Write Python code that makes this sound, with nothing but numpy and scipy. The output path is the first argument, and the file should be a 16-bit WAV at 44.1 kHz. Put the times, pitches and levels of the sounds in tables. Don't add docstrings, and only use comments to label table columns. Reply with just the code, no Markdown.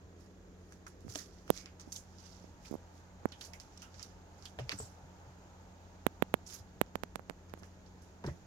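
import sys
import numpy as np
from scipy import signal
from scipy.fft import rfft, irfft, next_fast_len
from scipy.io import wavfile
from scipy.ndimage import uniform_filter1d, map_coordinates

SR = 44100
rng = np.random.default_rng(int(sys.argv[2]) if len(sys.argv) > 2 else 0)


def pcm_store(signal):
    levels = np.round(np.clip(np.atleast_2d(signal), -1, 1) * 32767)
    wavfile.write(sys.argv[1], SR, levels.astype(np.int16).T)


def ratio(d):
    e = np.asarray(d, float) / 20
    return 10 ** e


N = 373086


def unit(x):
    return x / np.sqrt(np.mean(x ** 2) + 1e-20)


def along(points, hz):
    f, v = np.transpose(points)
    return np.interp(np.log(hz + 1), np.log(f + 1), v)


def wobble(rate):
    knots = rng.standard_normal(int(N * rate / SR) + 4)
    return map_coordinates(knots, [np.arange(N) * rate / SR])


def filtered(x, response):
    m = next_fast_len(N + SR // 2)
    return irfft(rfft(x, m) * response(np.fft.rfftfreq(m, 1 / SR)), m)[..., :N]


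def resonance(centre_hz, width_hz):
    return lambda f: 1j * f * width_hz / (centre_hz ** 2 - f * f + 1j * f * width_hz)


def sides(pan_db):
    return ratio(np.array([pan_db / 2, -pan_db / 2]))


def add(track, s, sound):
    start = round(s * SR)
    track[..., start:start + sound.shape[-1]] += sound


def patchy(x, depth_db):
    z = signal.stft(x, nperseg=128)[2]
    field = uniform_filter1d(rng.standard_normal(z.shape[-2:]), size=3, axis=0)
    field = uniform_filter1d(field, size=5, axis=1)
    return signal.istft(z * unit(ratio(depth_db * unit(field))), nperseg=128)[1][..., :N]


# t/s, peak level/dB, contact/ms, port ring level/dB, vent f/Hz
FINGER_TAPS = [(1.0493, -39, 0.96, -35, 185), (1.0670, -36, 0.87, -35, 185),
               (1.0818, -35, 0.15, -26.3, 345), (1.495, -32, 0.13, -37.5, 345),
               (1.5013, -28, 0.5, -30, 300), (1.5035, -14, 0.13, 3, 420), (1.5035, -9.5, 0.4, -30, 400),
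               (1.8762, -39.5, 0.85, -30, 300), (2.4432, -39, 0.44, -32.5, 300),
               (2.7124, -41, 0.1, -10, 500), (2.7129, -27, 0.7, -14, 270), (2.7270, -27.5, 0.45, -24, 290),
               (2.741, -24.5, 0.45, -16, 320), (2.7538, -27, 0.42, -21, 300),
               (3.2351, -45, 0.11, -26.3, 390), (3.2562, -11, 0.24, -21.5, 288),
               (6.0666, -6, 0.11, -9, 350), (6.2238, -31, 0.11, -30, 800), (6.2243, -5.5, 0.11, -15.5, 363),
               (6.3412, -5.5, 0.096, -11.5, 435), (6.8140, -34, 0.11, -30, 800),
               (6.8144, -5.5, 0.1, -8.5, 400), (6.9550, -34, 0.15, -30, 600),
               (6.9559, -14, 0.078, -15.5, 436), (7.0349, -33, 0.22, -30, 500),
               (7.0355, -16, 0.058, -16, 540), (7.157, -30.5, 0.12, -30, 700),
               (7.1578, -17, 0.044, -13, 560), (7.1948, -29, 0.2, -20, 560), (7.2977, -32, 0.1, -30, 700),
               (7.2981, -19, 0.053, -19, 520), (7.309, -33, 0.19, -23.9, 320),
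               (7.5383, -24.5, 0.1, -14.5, 450), (7.576, -39.5, 0.11, -28, 390),
               (7.6256, -39, 0.31, -15, 270)]
# t/s, level/dB, f/Hz, swell/ms
CAVITY_PINGS = [
    (1.50314, -20.5, 3400, 0.36),
    (6.9559, -46, 3360, 0.4),
]
VENT_Q, VENT_Q_PER_MS, BASS_CUT_HZ = 1, 0.9, 35
REBOUND_HZ, REBOUND_SHARE, REBOUND_S = 250, 0.06, 0.0031
COLUMN_HZ, COLUMN_SWELL_S = 11800, 0.25e-3
CAVITY_HZ, DEAD_SPOT_HZ = 3500, 5190


def taps():
    out, t = np.zeros((2, N + SR)), np.arange(SR // 20) / SR
    for s, db, contact_ms, ring_db, vent_hz in FINGER_TAPS:
        leak = 2 * np.pi * vent_hz
        q = VENT_Q + VENT_Q_PER_MS * max(contact_ms - 0.25, 0)
        vent = signal.bilinear([1, 0, 0], [1, leak / q, leak ** 2], SR)
        step = 1 - np.cos(np.pi * np.clip(t / (1.97 * contact_ms / 1000), 0, 1))
        push = signal.lfilter(*signal.butter(1, BASS_CUT_HZ, "high", fs=SR), signal.lfilter(*vent, step))
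        peak_s = t[push.argmax()]
        after = np.maximum(t - peak_s, 0)

        u = after / COLUMN_SWELL_S
        column = np.sin(2 * np.pi * COLUMN_HZ * rng.normal(1, .004) * t) * u ** 2 * np.exp(2 - u) / 4
        case = -.07 * np.sin(2 * np.pi * 175 * t) * ratio(-60 * t / 0.033)
        swell = after / REBOUND_S
        case += REBOUND_SHARE * np.cos(2 * np.pi * REBOUND_HZ * after) * swell ** 2 * np.exp(2 - 2 * swell)

        release = (t == peak_s) + 0.3 * u * np.exp(-1.5 * u) * rng.standard_normal(len(t))
        snap = 5.6 * signal.lfilter(*signal.butter(2, [6300, 13800], "band", fs=SR), release)
        brush = signal.lfilter(*signal.butter(2, 400 / contact_ms, fs=SR), rng.standard_normal(len(t)))
        brush *= np.exp(-abs(t - .006) / np.where(t < .006, .002, .004))

        seal = np.clip((db + 15) / 13, 0, 1)
        share = np.array([[1 - seal], [seal]])
        add(out, s - .006, share * ratio(db - 29) * brush)
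        tap = push / push.max() + case + ratio(ring_db - 7.5) * (column + snap)
        add(out, s - peak_s, share * ratio(db) * tap)
    for s, db, hz, swell_ms in CAVITY_PINGS:
        swell = t / (swell_ms / 1000)
        add(out[0], s, ratio(db) * swell ** 2 * np.exp(2 - 2 * swell) * np.sin(2 * np.pi * hz * t))
    dead_spot = lambda f: 1 - 0.97 * resonance(DEAD_SPOT_HZ, 3200)(f)
    cavity = lambda f: 1 + 0.91 * resonance(CAVITY_HZ, 1300)(f)
    port = out[0, :N] + filtered(out[1, :N], lambda f: dead_spot(f) * cavity(f))
    return np.array([ratio(-70), 1])[:, None] * port


# t/s, peak level/dB, dull part level/dB, bright part level/dB
CLAW_TICKS = [(.7231, -54.5, 10, -2), (1.123, -40, -18, -19), (1.1504, -37, -10, -21.5),
              (1.157, -34, 3, -1), (1.1826, -40, -8, -20), (1.196, -44, -8, -20), (1.2025, -44, -12, -20),
              (1.4789, -47, 10, -11), (1.5762, -34, -10, -20.5), (1.6122, -42, -8, -18),
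              (1.6589, -36, 7, -26), (1.9264, -40, -10, -15), (1.9623, -37, -27, -18),
              (2.185, -41, -23, -29), (2.33, -46, -8, -30), (2.36, -49, -8, -30), (2.425, -50, -10, -26),
              (2.452, -54, -11, -26), (2.6805, -45.5, -14.5, -26), (3.3205, -37, 5.5, -50),
              (3.441, -34, -27, -22), (4.0048, -48, -15, -18.5), (4.0283, -32, -30, -11),
              (4.455, -39, -2, -11), (4.588, -42, 10, -45), (4.5945, -42, 9, -45), (4.6934, -27, 4, -38),
              (4.7165, -36, 0, -28), (4.7205, -36, 0, -28), (4.7225, -39, 0, -28), (4.73, -47, -18, -30),
              (4.7894, -45, -2.5, -5), (6.491, -46, -20, -20), (6.4932, -44, -20, -20),
              (6.502, -44, -12, -18), (6.507, -46, -12, -18), (6.526, -42, -12, -18),
              (6.5355, -41, -12, -18), (6.542, -41, -15, -14), (6.547, -41, -15, -16),
              (7.4964, -49, 9, -20), (7.6332, -47.5, 13.5, -24), (8.2402, -49, 9, -30)]
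# t/s, peak level/dB, dull part level/dB, bright part level/dB
CLAW_DRAGS = [(.8662, -57, -14, -3), (1.007, -54, -14, -10), (1.1004, -48, -3, -5), (1.1889, -37, -6, -12),
              (1.3856, -48.5, -17, -30), (1.543, -49, -8, -25.5), (1.5657, -33.5, -16, -25.5),
              (1.5832, -38, -12, -17), (1.7972, -41, -2, -30), (1.9211, -35, -30, -15),
              (3.2881, -45, -3, -30), (3.4098, -36, 1.5, -24), (3.4492, -44.5, -20, -2),
              (3.5343, -45, 0, -5), (3.6, -36.5, -7, -17), (3.7743, -50, -6, -40), (3.8197, -46.5, -1, -2),
              (3.9428, -41.5, -1.5, -35), (3.9957, -37.5, 0, -33), (4.4244, -40.5, -5, -33),
              (4.5944, -46, 3, -42), (6.4625, -52, -18, -25), (6.8625, -55, 4.5, -26),
              (7.862, -49, -8, -29.5), (8.2637, -40, -1, -17)]


def claws():
    out, t = np.zeros((3, 2, N + SR)), np.arange(SR // 5) / SR
    for table, scrape_db in ((CLAW_TICKS, -15), (CLAW_DRAGS, -8.5)):
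        for s, db, dull_db, bright_db in table:
            crack = ratio(-60 * t / 0.005) * rng.standard_normal(len(t)) + 4.5 * (t == 0)
            crack *= 5.8 / np.linalg.norm(crack)
            scrape = ratio(scrape_db - 60 * t / 0.17) * rng.standard_normal((3, 2, len(t)))
            scrape *= 1 - np.exp(-t / 0.0015)
            parts = ratio([dull_db + 3, 0, bright_db + 14])[:, None, None] * sides(1.5)[:, None]
            add(out, s, ratio(db) * parts * (crack + scrape))
    return out[..., :N]


# peak t/s, level/dB, rise/s, fade/s, bright part level/dB
FUR_STROKES = [(.21, -65.5, .07, 0.22, -9), (.74, -66.5, 0.26, 0.11, -7), (1.10, -50.5, 0.032, .08, -9),
               (1.165, -47, 0.1, 0.14, -5), (1.205, -49, 0.098, 0.13, -24), (1.35, -65.5, 0.4, .3, -14),
               (1.57, -49, 0.16, 0.14, -12), (1.965, -55.5, 0.1, 0.1, -0.5), (2.27, -55.5, 0.33, 0.4, -16),
               (2.36, -64, .2, 0.11, -17.5), (2.66, -54, 0.075, 0.16, -12), (2.73, -66, .11, 0.11, -5),
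               (2.97, -64, 0.12, 0.14, -10.5), (3.45, -51.5, 0.1, 0.085, -9), (3.83, -57, 0.3, 0.08, -21),
               (4.02, -53.5, 0.19, 0.19, -17), (4.48, -58.5, 0.22, 0.096, -10.5),
               (4.735, -51, 0.04, 0.1, -20), (4.82, -53, 0.2, 0.17, -6), (6.505, -50, .06, .04, -9),
               (6.54, -45.5, .07, 0.09, -8), (6.59, -58, .06, .06, -9), (7.595, -65.5, .04, 0.025, -3),
               (7.64, -65.5, 0.031, 0.11, -5)]
# t/s, level/dB, fade/s, bright part level/dB
FUR_FLICKS = [
    (.868, -59, 0.15, -10),
    (1.80, -57, 0.13, -14),
    (1.925, -55, 0.053, 6),
    (3.412, -55.5, 0.08, -1.5),
    (3.6, -63, .18, -9),
    (6.467, -56, 0.12, -3),
    (8.02, -66, 0.19, -5.5),
    (8.245, -62, 0.29, -9),
]
# peak t/s, level/dB, rise/s, fade/s, bright part level/dB
PAD_SCUFFS = [
    (2.655, -64, 0.075, .1, -25),
    (4.596, -56, 0.019, 0.12, -25),
    (4.72, -43, 0.04, 0.05, -22),
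    (1.157, -51, .03, 0.027, -15),
]
FLICK_RISE_S, SWING_DB, ROUNDING = 0.0055, 27.5, 1.01


def rubbing():
    power, t = np.zeros((3, N)), np.arange(N) / SR
    flicks = [(s, db, FLICK_RISE_S, fade, bright) for s, db, fade, bright in FUR_FLICKS]
    for table, dull_db in ((FUR_STROKES + flicks, -3.5), (PAD_SCUFFS, 7.5)):
        for s, db, rise, fade, bright_db in table:
            away = abs(t - s) / np.where(t < s, rise, fade)
            parts = ratio(2 * np.array([dull_db, 0, bright_db + 10.5]))[:, None]
            power += parts * ratio(2 * (db - SWING_DB * away ** ROUNDING))
    snaps = (rng.random(N) < 220 / SR) * rng.exponential(0.7, N)
    snaps = signal.lfilter([1], [1, -.95], snaps)
    clumps = np.array([wobble(45) for part in range(3)])
    flicker = (1 + snaps) * ratio(1.2 * wobble(250) + 0.9 * clumps)
    strength = unit(flicker) * np.sqrt(power)
    return ratio(1.5) * strength[:, None] * sides(1.5)[:, None] * rng.standard_normal((3, 2, N))


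# f/Hz, level/dB
LEFT_PORT = [(600, -35), (1200, 0), (2000, -3), (3000, -4.5), (4000, -12.5), (5000, -7.5), (6000, -14),
             (7000, -11), (8500, -9.5), (10000, -21.5), (12000, -19), (14000, -18), (15800, -25)]
# f/Hz, level/dB
RIGHT_PORT = [(600, -27), (1200, 2.7), (2000, -0.5), (3000, 0.5), (4000, 2.1), (5000, 8), (6000, 8.5),
              (7000, 3.5), (8500, -8.5), (10000, -4.5), (12000, -6), (14000, -16.5), (15800, -19)]


def through_ports(parts):
    above = lambda hz, edge_hz: 1 / (1 + (edge_hz / (hz + 1)) ** 8)

    def response(hz):
        bands = np.array([1 - above(hz, 3470), above(hz, 3000) - above(hz, 8070), above(hz, 5430)])
        return bands[:, None] * ratio([along(LEFT_PORT, hz), along(RIGHT_PORT, hz)])
    return filtered(parts, response).sum(axis=0)


# t/s, level/dB, f/Hz, t60/s
CELLS_AND_STRANDS = [(.8655, -48, 1500, 0.08), (.8655, -52, 1280, 0.08), (.878, -61, 10300, 0.08),
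                     (1.1562, -33, 1000, 0.009), (1.156, -30, 3500, 0.012), (1.1562, -34, 4700, 0.01),
                     (1.187, -43, 1750, 0.013), (1.19, -55, 1900, 0.12), (1.0995, -47, 5600, .02),
                     (1.123, -49, 6000, 0.014), (1.1508, -34, 5600, .01), (1.56, -59.5, 2260, 0.5),
                     (3.322, -53, 3200, 0.17), (3.41, -52, 3100, 0.067), (3.411, -50.5, 4470, 0.13),
                     (3.534, -49, 2160, 0.11), (3.825, -56, 1350, 0.25), (3.819, -56, 2850, 0.22),
                     (4.455, -47.5, 3240, .1), (4.588, -37, 1810, 0.015), (4.588, -42, 3200, .012),
                     (4.594, -35, 590, 0.05), (4.6932, -33, 2130, 0.009), (4.6932, -27.5, 4700, 0.009),
                     (4.6932, -32, 3400, 0.008), (4.597, -47, 3000, .02), (4.72, -39, 2660, 0.034),
                     (4.718, -41, 3900, 0.033), (4.733, -53, 5600, 0.09), (1.187, -42, 4800, .03),
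                     (3.534, -50, 5000, .03), (3.6, -49, 5300, 0.025), (3.322, -47, 4200, 0.028),
                     (3.775, -45, 5600, 0.023), (3.82, -53, 5600, .06), (4.028, -44, 4900, 0.05),
                     (3.45, -49, 6200, .04), (7.634, -56, 1600, .05), (4.716, -41, 4500, 0.054),
                     (2.655, -61, 4800, 0.084), (2.68, -55, 6000, 0.036), (2.65, -58, 2500, 0.13),
                     (4.801, -42, 1100, 0.017), (8.242, -52, 1550, 0.17), (8.274, -54.5, 1930, 0.19),
                     (.723, -58, 6300, .03), (.723, -58, 1700, .03), (.866, -55, 6640, .05),
                   (.866, -56, 5400, .05), (.878, -60, 6500, .1), (1.798, -48, 5700, .025),
                   (1.799, -53, 1300, 0.022), (1.808, -48, 5900, 0.027), (1.814, -52, 6370, .03),
                   (1.9215, -44, 4600, 0.037), (1.925, -40.5, 6400, .05), (1.938, -55, 6000, .03),
                   (1.955, -52, 3720, .06), (1.961, -41, 6440, .05), (1.964, -46, 4700, .03),
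                   (1.964, -46, 3400, .03), (1.972, -49, 6500, .17), (3.411, -46.5, 3900, .04),
                   (4.456, -47, 4600, .04), (4.709, -44, 2300, 0.056), (4.727, -45, 1800, 0.045),
                   (6.464, -53, 5700, .1), (6.472, -50, 6900, .08), (6.542, -54, 11800, .14),
                   (8.264, -54.5, 4100, .08), (8.264, -51, 5200, .05), (8.279, -51, 1500, .06),
                   (8.296, -55, 1900, .06)]


def cells():
    out, t = np.zeros((2, N + SR)), np.arange(SR // 4) / SR
    for s, db, hz, t60 in CELLS_AND_STRANDS:
        body = signal.butter(1, [hz / 1.07, hz * 1.06], "band", fs=SR)
        skirt = unit(signal.lfilter(*body, rng.standard_normal((2, len(t)))))
        mode = 1.2 * np.sin(2 * np.pi * hz * t) * ratio(-60 * t / 0.02)
        envelope = (1 - np.exp(-t / 0.00047)) * ratio(db + 1.5 - 60 * t / t60)
        add(out, s, envelope * (0.75 * skirt + mode))
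    return out[:, :N] * sides(-5)[:, None]


# t/s, level/dB, f/Hz
BOARD_BOOMS = [(1.081, -47, 106), (4.583, -44, 85), (4.605, -41.5, 122), (4.629, -49, 125),
               (4.660, -54, 69), (4.727, -52, 197), (4.739, -47.5, 97), (4.8, -47.5, 89), (4.818, -48, 111),
               (5.03, -54.5, 150), (5.27, -55, 126), (6.598, -49, 91.6), (8.27, -46, 45),
               (8.239, -44.5, 194), (8.248, -42.5, 102.6), (8.264, -36.5, 129), (8.276, -40, 124),
               (8.291, -42, 76), (8.305, -45.5, 165)]
# t/s, level/dB, f/Hz
BOX_KNOCKS = [(1.1555, -40, 290), (4.5878, -37, 620), (4.5942, -34.5, 590), (4.598, -41, 450),
              (4.603, -46.5, 400), (1.1562, -42, 620), (4.727, -40, 291), (4.801, -36.5, 440),
              (4.6932, -41, 470), (8.2405, -34, 950), (8.244, -35.5, 400), (8.249, -41, 380),
              (8.264, -45, 910), (8.276, -33.5, 330), (8.286, -39, 600), (8.290, -46, 1010),
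              (8.305, -60, 500)]
KNOCK_T60_S, KNOCK_DAMPING = 0.047, 0.94


def paws():
    out, t = np.zeros(N + SR), np.arange(SR // 4) / SR
    for s, db, hz in BOARD_BOOMS:
        swell = (t / 0.005) ** 2 * np.exp(2 - t / 0.0063) / 4
        add(out, s, ratio(db) * np.sin(2 * np.pi * hz * t) * swell)
    for s, db, hz in BOX_KNOCKS:
        body = signal.butter(1, [hz / 1.7, hz * 1.7], "band", fs=SR)
        noise = signal.lfilter(*body, signal.lfilter(*body, rng.standard_normal(len(t))))
        knock = 0.6 * unit(noise) - 1.1 * np.sin(2 * np.pi * hz * t)
        decay_db = -60 * t / KNOCK_T60_S * (hz / 500) ** KNOCK_DAMPING
        add(out, s, ratio(db - 1.5 + decay_db) * knock)
    return out[:N]


# f/Hz, level/dB, t60/s
BELL_MODES = [
    (7240, -5, .065),
    (7870, -2, .04),
]
# t/s, level/dB
PEA_BLOWS = [
    (4.778, -54),
    (4.787, -35.5),
    (4.80, -45),
    (4.82, -49),
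    (4.835, -53),
    (4.85, -54),
    (4.862, -62),
]


def bell():
    out, t = np.zeros(N + SR), np.arange(SR // 3) / SR
    for s, blow_db in PEA_BLOWS:
        for hz, db, t60 in BELL_MODES:
            ring = np.sin(2 * np.pi * hz * rng.normal(1, 0.003) * t) * (1 - np.exp(-t / 0.001))
            add(out, s, ratio(blow_db + db + 1 + rng.normal(0, 1.5) - 60 * t / t60) * ring)
    return out[:N] * ratio(2.5 * wobble(110))


def walls(x, t60):
    t = np.arange(SR // 3) / SR
    tail = rng.standard_normal((2, len(t))) * ratio(-60 * t / t60)
    return signal.fftconvolve(x[None], tail / np.linalg.norm(tail[0]), axes=1)[:, :N]


def pair(alike):
    turn = lambda hz: np.arccos(np.clip(along(alike, hz), -1, 1)) / 2
    weights = lambda hz: np.array([np.cos(turn(hz)), np.sin(turn(hz))])
    mid, side = filtered(rng.standard_normal((2, N)), weights)
    return np.array([mid + side, mid - side])


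# f/Hz, level/dB
LEFT_AIR = [(25, -1), (50, 14), (130, 3.5), (300, 2), (850, -6.5), (1200, -8.5), (2500, -13), (4300, -25.5),
            (5300, -26), (6700, -9), (7600, -19), (9300, -46.5), (13500, -34.5), (15800, -37.5)]
# f/Hz, level/dB
RIGHT_AIR = [(25, 1), (50, 12.5), (130, 8), (300, 4), (850, -5.5), (1200, -7.5), (1650, -7.5),
             (2300, -13.5), (6200, -13.5), (7200, -15.5), (8800, -31), (12000, -26), (13500, -26),
             (15800, -36)]
# f/Hz, left-right likeness
COHERENCE = [
    (60, 0.94),
    (180, 0.93),
    (550, 0.78),
    (1650, 0.077),
    (4970, 0.25),
    (15000, 0.53),
]
# f/Hz, width/Hz, level/dB, steady share
ROOM_MODES = [
    (46, 8.6, -67, 0.8),
    (86.25, 4.374, -57.5, 0.91),
    (127, 8, -80.5, 0.294),
    (181.86, 9.28, -61.5, 0.9),
    (275, 7.9, -82.5, 0.284),
]
# t/s, aim 0-1
CAMERA_AIM = [
    (0, 0.03),
    (1.1, 0),
    (2, 0.54),
    (3, 0.76),
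    (4, 0.73),
    (5, 1),
    (6, 0.8),
    (7, 0.42),
    (8, 0.54),
    (8.46, 0.6),
]


def room_air():
    times, aims = np.transpose(CAMERA_AIM)
    aim = np.clip(np.interp(np.arange(N) / SR, times, aims), 0, 1)
    colour = lambda hz: ratio([along(LEFT_AIR, hz), along(RIGHT_AIR, hz)])
    bed = filtered(patchy(pair(COHERENCE), depth_db=1.0), colour)
    treble = filtered(bed, lambda hz: hz > 2000)
    hiss = ratio(-2.5 + 3.5 * aim + 0.41 * wobble(5.8))
    air = ratio(-59.5) * (bed + (hiss - 1) * treble) / np.std(bed)

    for hz, width, db, steady in ROOM_MODES:
        drone = np.sin(2 * np.pi * np.cumsum(hz + width / 5 * wobble(6)) / SR)
        rumble = unit(filtered(pair([(100, 0.84)]), lambda f: resonance(hz, 2 * width)(f) ** 2))
        air += ratio(db) * (steady * drone + (1.15 - steady) * rumble)

    low = lambda f: resonance(350, 300)(f) ** 2
    middle = lambda f: ((resonance(600, 500)(f) + 0.92 * resonance(880, 250)(f)) ** 2
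                        / (1 + (f / 1000) ** 10))
    high = lambda f: resonance(1400, 900)(f) ** 2 / (1 + (f / 1800) ** 10)
    for share, db, rate, band in ((1 - aim, -63.5, 1.5, low), (aim, -63, 19, middle), (aim, -70.5, 13, high)):
        air += share * ratio(db + wobble(rate)) * unit(filtered(pair(COHERENCE), band))
    return air * sides(0.03)[:, None]


def right_late(x, samples):
    return np.array([x[0], np.roll(x[1], samples)])


def scene():
    landing, tinkle = paws(), bell()
    near = patchy(through_ports(ratio(-3.5) * claws() + rubbing()), depth_db=2.0) + cells()
    thuds = landing * sides(-0.47)[:, None] + ratio(-12.5) * walls(landing, t60=0.3)
    jingle = tinkle * sides(-2.3)[:, None] + ratio(3) * walls(tinkle, t60=0.07)
    return right_late(room_air() + near + thuds + jingle, samples=8) + taps()


def band_limit(x):
    return signal.sosfilt(signal.butter(12, 16810, fs=SR, output="sos"), x)


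def record(dry):
    mix = filtered(dry, lambda hz: np.where(hz < 15900, 1, ratio(-19) * (hz < 16800)))
    return band_limit(mix)


dry = scene()
out = record(dry)
pcm_store(out)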